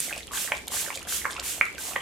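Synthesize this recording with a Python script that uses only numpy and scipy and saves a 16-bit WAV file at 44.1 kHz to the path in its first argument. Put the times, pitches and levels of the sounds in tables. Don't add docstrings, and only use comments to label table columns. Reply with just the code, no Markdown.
import sys
import numpy as np
from scipy import signal
from scipy.fft import rfft, irfft
from scipy.io import wavfile
from scipy.ndimage import uniform_filter1d

SR = 44100
rng = np.random.default_rng(int(sys.argv[2]) if len(sys.argv) > 2 else 0)


def volts_from_decibels(level):
    exponent = np.asarray(level, float) / 20
    return 10 ** exponent


def generate_wav(signal):
    frames = np.transpose(np.atleast_2d(signal))
    scaled = np.clip(frames, -1, 1) * 32767
    pcm = np.round(scaled).astype(np.int16)
    wavfile.write(sys.argv[1], SR, pcm)


N = 88817
SIDES = np.array([[1], [-1]])


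def level(x, rms_db):
    return x * volts_from_decibels(rms_db) / np.sqrt(np.mean(x ** 2))


def colour(x, points):
    freq_hz, gain_db = np.array(points, float).T
    bin_hz = np.fft.rfftfreq(N, 1 / SR) + 1
    gain = volts_from_decibels(np.interp(np.log(bin_hz), np.log(freq_hz), gain_db))
    return irfft(rfft(x) * gain, N)


def butter(x, order, hz, kind="low"):
    return signal.sosfilt(signal.butter(order, hz, kind, fs=SR, output="sos"), x)


def pan(left_minus_right_db):
    return volts_from_decibels(np.array([left_minus_right_db / 2, -left_minus_right_db / 2]))


def add(out, start_s, sound):
    i = min(max(int(start_s * SR), 0), N - 1)
    out[i:i + len(sound)] += sound[:N - i]


# freq_hz, density_db (per Hz)
ROOM_SPECTRUM = [(12, -31), (20, -2), (165, 2), (465, 2), (1430, -31), (2310, -12.5), (13200, -23),
                 (15200, -59), (16500, -56)]
# freq_hz, width_hz, level_db
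HUMS = [
    (61, 5.9, -57),
    (78.15, 1.7, -61),
]
ROOM_DB = -47.5


def room_tone():
    mid, side = (colour(rng.standard_normal(N), ROOM_SPECTRUM) for _ in range(2))
    side = colour(side, [(60, -4.5), (250, -7.5), (2000, 0), (8000, 7)])
    out = level(mid + side * SIDES, ROOM_DB)
    for freq_hz, width_hz, hum_db in HUMS:
        peak = signal.iirpeak(freq_hz, freq_hz / width_hz, fs=SR)
        out = out + level(signal.lfilter(*peak, rng.standard_normal(N)), hum_db)
    return out


# delay_s, left_db, right_db
NEAR_WALLS = [
    (.0058, -25, -17),
    (.0188, -24, -17),
]
WALL_DB, WALL_GAP_S = -2.5, 0.003
T60_LOW_S, T60_HIGH_S, DAMP_HZ = 0.3, 0.11, 3770


def walls(x):
    t = np.arange(20000) / SR
    mid, side = rng.standard_normal((2, 20000))
    noise = mid + butter(side, 2, 800, "high") * SIDES
    noise = butter(noise, 1, 700, "high")
    low = butter(noise, 2, DAMP_HZ)
    low_tail = low * volts_from_decibels(-60 * t / T60_LOW_S)
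    high_tail = 0.85 * (noise - low) * volts_from_decibels(-60 * t / T60_HIGH_S)
    echo = (low_tail + high_tail) * np.clip(t / WALL_GAP_S - 0.5, 0, 1)
    echo *= volts_from_decibels(WALL_DB) / np.sqrt(np.sum(low_tail[0] ** 2) * SR / 2 / DAMP_HZ)
    for delay_s, left_db, right_db in NEAR_WALLS:
        echo[:, int(delay_s * SR)] += volts_from_decibels(np.array([left_db, right_db]))
    return signal.fftconvolve(x.mean(axis=0)[None], echo, axes=1)[:, :N]


def bubble(pitch_hz, level_db, cycles, glide):
    length = min(int(2.5 * cycles * SR / pitch_hz) + 9, 2000)
    c = np.arange(length) / SR * pitch_hz
    swell = (1 - np.exp(-2 * c)) ** np.pi
    decay = np.exp(-np.log(1000) * c / cycles / 2)
    return volts_from_decibels(level_db) * swell * decay * np.sin(2 * np.pi * c * (1 + glide * c / cycles))


# start_s, level_db, pitch_hz, glide, cycles
PLOPS = [(.5175, -16, 1200, 0.069, 2.2), (.5198, -9, 2220, .03, 7), (.5188, -17, 980, 0.03, 6),
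         (.5180, -23, 580, 0.03, 6), (.5199, -13, 1760, .02, 7), (.5230, -27, 790, .02, 6),
         (.5370, -31, 600, .02, 7), (.5200, -22.5, 3120, .02, 9.4), (.5250, -19, 2350, 0.018, 11),
         (1.2460, -22, 1740, 0.015, 7.4), (1.2533, -16, 1500, 0.1, 8), (1.2528, -18, 1100, .04, 7),
         (1.2520, -32, 510, 0.03, 5), (1.2548, -22, 2050, .04, 14), (1.2640, -22, 1040, 0.02, 8),
         (1.2620, -26, 2200, .01, 14), (1.2625, -24, 1500, .03, 7), (1.2620, -31, 515, .02, 5),
         (1.6114, -3, 1950, 0.2, 9), (1.6108, -14, 1150, 0.1, 5), (1.6095, -31, 510, 0.03, 5),
         (1.6114, -13, 1620, .05, 6), (1.6115, -42, 3200, .02, 9), (1.7815, -35, 1543, .01, 28),
         (1.9579, -20.5, 1680, 0.13, 7.2), (1.9585, -23.5, 740, 0.058, 4.2),
         (1.9612, -14.5, 1900, 0.034, 9.9), (1.9615, -21, 1063, 0.05, 7.6),
         (1.9615, -25.5, 506, 0.025, 5.1), (1.9615, -24.5, 3100, .02, 11.4)]


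def plops(out):
    for start_s, level_db, pitch_hz, glide, cycles in PLOPS:
        add(out, start_s, -bubble(pitch_hz, level_db + 6.5, cycles, glide))


# start_s, peak_db, pitch_hz
BUBBLES = [(0.094, -27.5, 2000), (0.107, -27.5, 1590), (0.126, -19, 2450), (0.151, -30, 2680),
           (0.176, -29, 2680), (0.205, -33.5, 2040), (0.278, -31, 3100), (0.317, -32, 1146),
           (0.334, -28, 1570), (0.372, -21, 3220), (0.436, -32, 2590), (0.475, -26, 1800),
           (0.563, -40, 2150), (0.702, -35, 3100), (0.768, -28.5, 1604), (0.862, -27, 1740),
           (0.881, -28, 1490), (0.903, -22.5, 2160), (0.927, -29, 2620), (0.974, -28, 2310),
           (1.071, -32.5, 1560), (1.216, -27.5, 2010), (1.367, -25, 2520), (1.38, -29, 1290)]
# start_s, peak_db, pitch_hz
MORE_BUBBLES = [(1.307, -28.5, 3370), (1.664, -32, 2460), (1.78, -34, 2200), (1.909, -36.5, 1100),
                (2.004, -28.5, 2970), (.085, -30, 2120), (.112, -30.5, 1560), (.309, -34, 1115),
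                (.336, -36, 1020), (.349, -34, 1090), (.354, -30.5, 1500), (.373, -26.5, 1600),
                (.378, -36, 1200), (.485, -34, 1160), (.95, -28.5, 3400), (1.017, -32.5, 2720),
                (1.091, -28, 3430), (1.291, -35, 1200), (1.297, -31, 1690), (1.36, -35, 1100),
                (1.415, -37.5, 1020), (1.438, -34, 2330), (1.665, -35.5, 1240), (1.664, -36, 3500),
                (1.755, -34, 2630), (1.748, -38, 3300)]
BUBBLE_CYCLES, BUBBLE_GLIDE = 10.64, 0.048


def light_bubbles(out):
    light = list(BUBBLES) + list(MORE_BUBBLES)
    for (start_s, peak_db, pitch_hz), draws in zip(light, rng.random((50, 4))):
        add(out, start_s + 0.001032, bubble(pitch_hz, peak_db + 5.5, BUBBLE_CYCLES, BUBBLE_GLIDE))
        for late, up in draws.reshape(2, 2):
            follower = bubble(pitch_hz * (0.814 + 0.25 * up), peak_db - 7, BUBBLE_CYCLES, BUBBLE_GLIDE)
            add(out, start_s + 0.003046 + 0.0095 * late, follower)


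# start_s, peak_db, pitch_hz
GULPS = [(0.079, -39, 600), (0.126, -37.5, 530), (0.164, -36.5, 586), (0.675, -38.5, 715), (0.7, -41, 456),
         (0.719, -34.5, 950), (0.739, -38.5, 640), (0.766, -36, 1010), (0.876, -36.5, 496),
         (0.903, -27.5, 970), (1.401, -38.5, 560), (1.58, -37, 630), (1.887, -39.5, 600), (.448, -40, 560),
         (.564, -40, 670), (.969, -39, 460), (1.069, -39, 610), (1.051, -42, 595), (1.747, -43, 510),
         (1.92, -34, 1100)]


def gulps(out):
    for start_s, peak_db, pitch_hz in GULPS:
        add(out, start_s, bubble(pitch_hz, peak_db + 14, 4.23, 0.12))


# time_s, level_db
SHAKE = [(0, -62), (.1, -49.5), (.19, -45), (.225, -72), (.31, -46), (.35, -45.5), (.56, -46), (.64, -57),
         (.71, -42.5), (.95, -47), (1.04, -48), (1.1, -46), (1.199, -53), (1.4, -41.5), (1.552, -51.5),
         (1.72, -49.5), (1.85, -48), (2.01, -39)]
SLOSH_PER_S, SLOSH_DB, SLOSH_SPREAD_DB = 400, 5.5, 3
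SLOSH_HZ, SLOSH_OCTAVES = 1300, 0.874


def slosh(out):
    gap, size, pitch = rng.random((1500, 3)).T
    shake_s, shake_db = np.array(SHAKE).T
    starts_s = np.cumsum(-np.log(gap) / SLOSH_PER_S)
    for start_s, extra, p in zip(starts_s, -np.log(size), pitch):
        if start_s < N / SR:
            level_db = np.interp(start_s, shake_s, shake_db) + SLOSH_DB + SLOSH_SPREAD_DB * extra
            pitch_hz = SLOSH_HZ * 2 ** (SLOSH_OCTAVES * (3 * p - 1.5))
            add(out, start_s, bubble(pitch_hz, level_db, 6.53, 0.22))


LIQUID_PAN_DB, LIQUID_PAN_HZ = -4, 930


def liquid():
    out = np.zeros(N)
    plops(out)
    light_bubbles(out)
    gulps(out)
    slosh(out)
    bass = butter(out, 1, LIQUID_PAN_HZ)
    return bass + (out - bass) * pan(LIQUID_PAN_DB)[:, None]


# start_s, peak_db, pitch_hz
TICKS = [(0.0024, -10.5, 9400), (0.1331, -28, 4730), (0.1615, -27, 7200), (0.1785, -22, 8000),
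         (0.2703, -27, 7500), (0.3175, -27, 6760), (0.5188, -25.5, 6800), (0.5504, -28, 4600),
         (0.5678, -26, 7800), (0.658, -39, 5600), (0.6801, -15, 10500), (0.9445, -30, 9000),
         (0.9558, -24.5, 7900), (0.9734, -21, 6840), (1.0282, -28.5, 8000), (1.050, -34, 4580),
         (1.0695, -37, 9250), (1.3135, -25, 8800), (1.3235, -25, 8140), (1.3297, -24.5, 5090),
         (1.3424, -29, 7600), (1.3981, -15.5, 7000), (1.4054, -28, 7300), (1.6529, -26.5, 8300),
         (1.7804, -29, 4940)]
# start_s, peak_db, pitch_hz
MORE_TICKS = [(.6700, -30, 9500), (0.6764, -28, 4000), (1.3952, -21, 3900), (1.727, -33, 8950),
              (1.7493, -32.5, 8600), (.5875, -36, 8500), (0.18, -30, 5500), (0.23, -31, 4200),
              (0.43, -30, 5700), (.6812, -22, 4600), (.963, -27, 9200), (.993, -31, 8100),
              (1.013, -34, 7400), (1.365, -26, 4400), (.618, -38, 9000)]
# freq_hz, cycles
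HEAD_MODES = [(3500, 6), (5600, 4), (7500, 5), (9200, 6), (11200, 6)]
SCRATCH_S, TICK_LATE_S = 0.0007, 0.0004
TICK_DB_PER_OCTAVE, TICK_PAN_DB = 22.5, -3.5


def valve():
    out, t = np.zeros(N), np.arange(150) / SR
    ticks = list(TICKS) + list(MORE_TICKS)
    for (start_s, peak_db, pitch_hz), noise in zip(ticks, rng.standard_normal((40, 150))):
        ring = 0
        for freq_hz, cycles in HEAD_MODES:
            mode_db = -TICK_DB_PER_OCTAVE * abs(np.log2(freq_hz / pitch_hz))
            ring = ring + bubble(freq_hz, mode_db, cycles, 0)[:60]
        burst = np.convolve(noise * np.exp(-t / SCRATCH_S), ring)
        add(out, start_s + TICK_LATE_S, volts_from_decibels(peak_db) * burst / np.abs(burst).max())
    return butter(out, 6, 12500) * pan(TICK_PAN_DB)[:, None]


def spit(per_s, spread_db):
    droplet_db = spread_db * np.minimum(rng.exponential(size=N), np.pi)
    size = volts_from_decibels(droplet_db)[(np.arange(N) * per_s / SR).astype(int)]
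    return size * rng.standard_normal(N)


def walk(per_s):
    hold = int(SR / per_s)
    steps = rng.standard_normal(N)[np.arange(N) // hold]
    return 1.64 * uniform_filter1d(uniform_filter1d(steps, hold), hold)


# start_s, push_s, mist_db, refill_db
STROKES = [
    (-.07, 0.12, -31, -44.5),
    (0.315, 0.11, -29.5, -48),
    (0.699, 0.11, -28, -39.5),
    (1.067, 0.09, -28.5, -41),
    (1.42, 0.094, -30.5, -50),
    (1.773, 0.11, -33.5, -44),
]
# freq_hz, density_db (per Hz)
MIST_SPECTRUM = [(600, -26.5), (1500, -11), (3000, -5.5), (4800, -8), (7500, -2.5), (10000, -5),
                 (14000, -9.5), (16000, -20.5)]
# freq_hz, density_db (per Hz)
REFILL_SPECTRUM = [(1800, -23), (3400, 1.5), (4800, -5), (8000, -1), (12500, -15), (16000, -25)]
RISE_DB, RISE_S, RELEASE_DB_PER_S, KNEE_S = 26.5, 0.0091, 159, 0.024
SWELL_DB_PER_S = 46.5
REFILL_AFTER_S, REFILL_RISE_S, REFILL_FALL_S = 0.2576, 0.02, 0.042
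PAN_START_DB, PAN_END_DB, PAN_TURN_S = -0.5, -5, 0.1
MIST_ALIKE_HZ, SPIT_PER_S, SPIT_DB = 7000, 5700, 1.5
CRACKLE_PER_S, CRACKLE_DB = 1400, 4
BRIGHT_HZ, BRIGHT_DB = 10500, -2


def pump():
    t = np.arange(N) / SR
    mist_gain, refill_gain, pan_db = np.zeros(N), np.zeros(N), np.zeros(N)
    for start_s, push_s, mist_db, refill_db in STROKES:
        begun = t >= start_s
        u = np.clip(t - start_s, 0, None)
        rise_db = -RISE_DB * np.exp(-u / RISE_S)
        swell_db = SWELL_DB_PER_S * (np.minimum(u, push_s) - push_s)
        release_db = -RELEASE_DB_PER_S * KNEE_S * np.logaddexp(0, (u - push_s) / KNEE_S)
        mist_gain += begun * volts_from_decibels(mist_db + rise_db + swell_db + release_db)
        v = t - start_s - REFILL_AFTER_S
        decay = np.where(v < 0, (v / REFILL_RISE_S) ** 2 / 2, v / REFILL_FALL_S)
        refill_gain += volts_from_decibels(refill_db) * np.exp(-decay)
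        sweep_db = PAN_END_DB + (PAN_START_DB - PAN_END_DB) * np.exp(-(u / PAN_TURN_S) ** 2)
        pan_db = np.where(begun, sweep_db, pan_db)

    mid, side = (level(colour(spit(SPIT_PER_S, SPIT_DB), MIST_SPECTRUM), 0) for _ in range(2))
    side = butter(side, 1, MIST_ALIKE_HZ, "high")
    jet = (mid + side * SIDES) * mist_gain * volts_from_decibels(0.5 * walk(40.28))
    treble = butter(jet, 2, BRIGHT_HZ, "high")
    turned = (pan_db - PAN_START_DB) / (PAN_END_DB - PAN_START_DB)
    jet = jet + treble * (volts_from_decibels(BRIGHT_DB * turned) - 1)

    crackle = level(colour(spit(CRACKLE_PER_S, CRACKLE_DB), REFILL_SPECTRUM), 0)
    refill = crackle * refill_gain * volts_from_decibels(2 * walk(150))
    return (jet + refill) * pan(pan_db)


def scene():
    bottle = pump() + liquid() + valve()
    return bottle + walls(bottle) + room_tone()


def band_limit(x):
    return signal.sosfilt(signal.butter(12, 16820, fs=SR, output="sos"), x)


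def record(dry):
    top_cut = signal.ellip(12, 0.3, 70, 15850, fs=SR, output="sos")
    mix = np.clip(signal.sosfilt(top_cut, dry), -1, 1)
    return band_limit(mix)


dry = scene()
out = record(dry)
generate_wav(out)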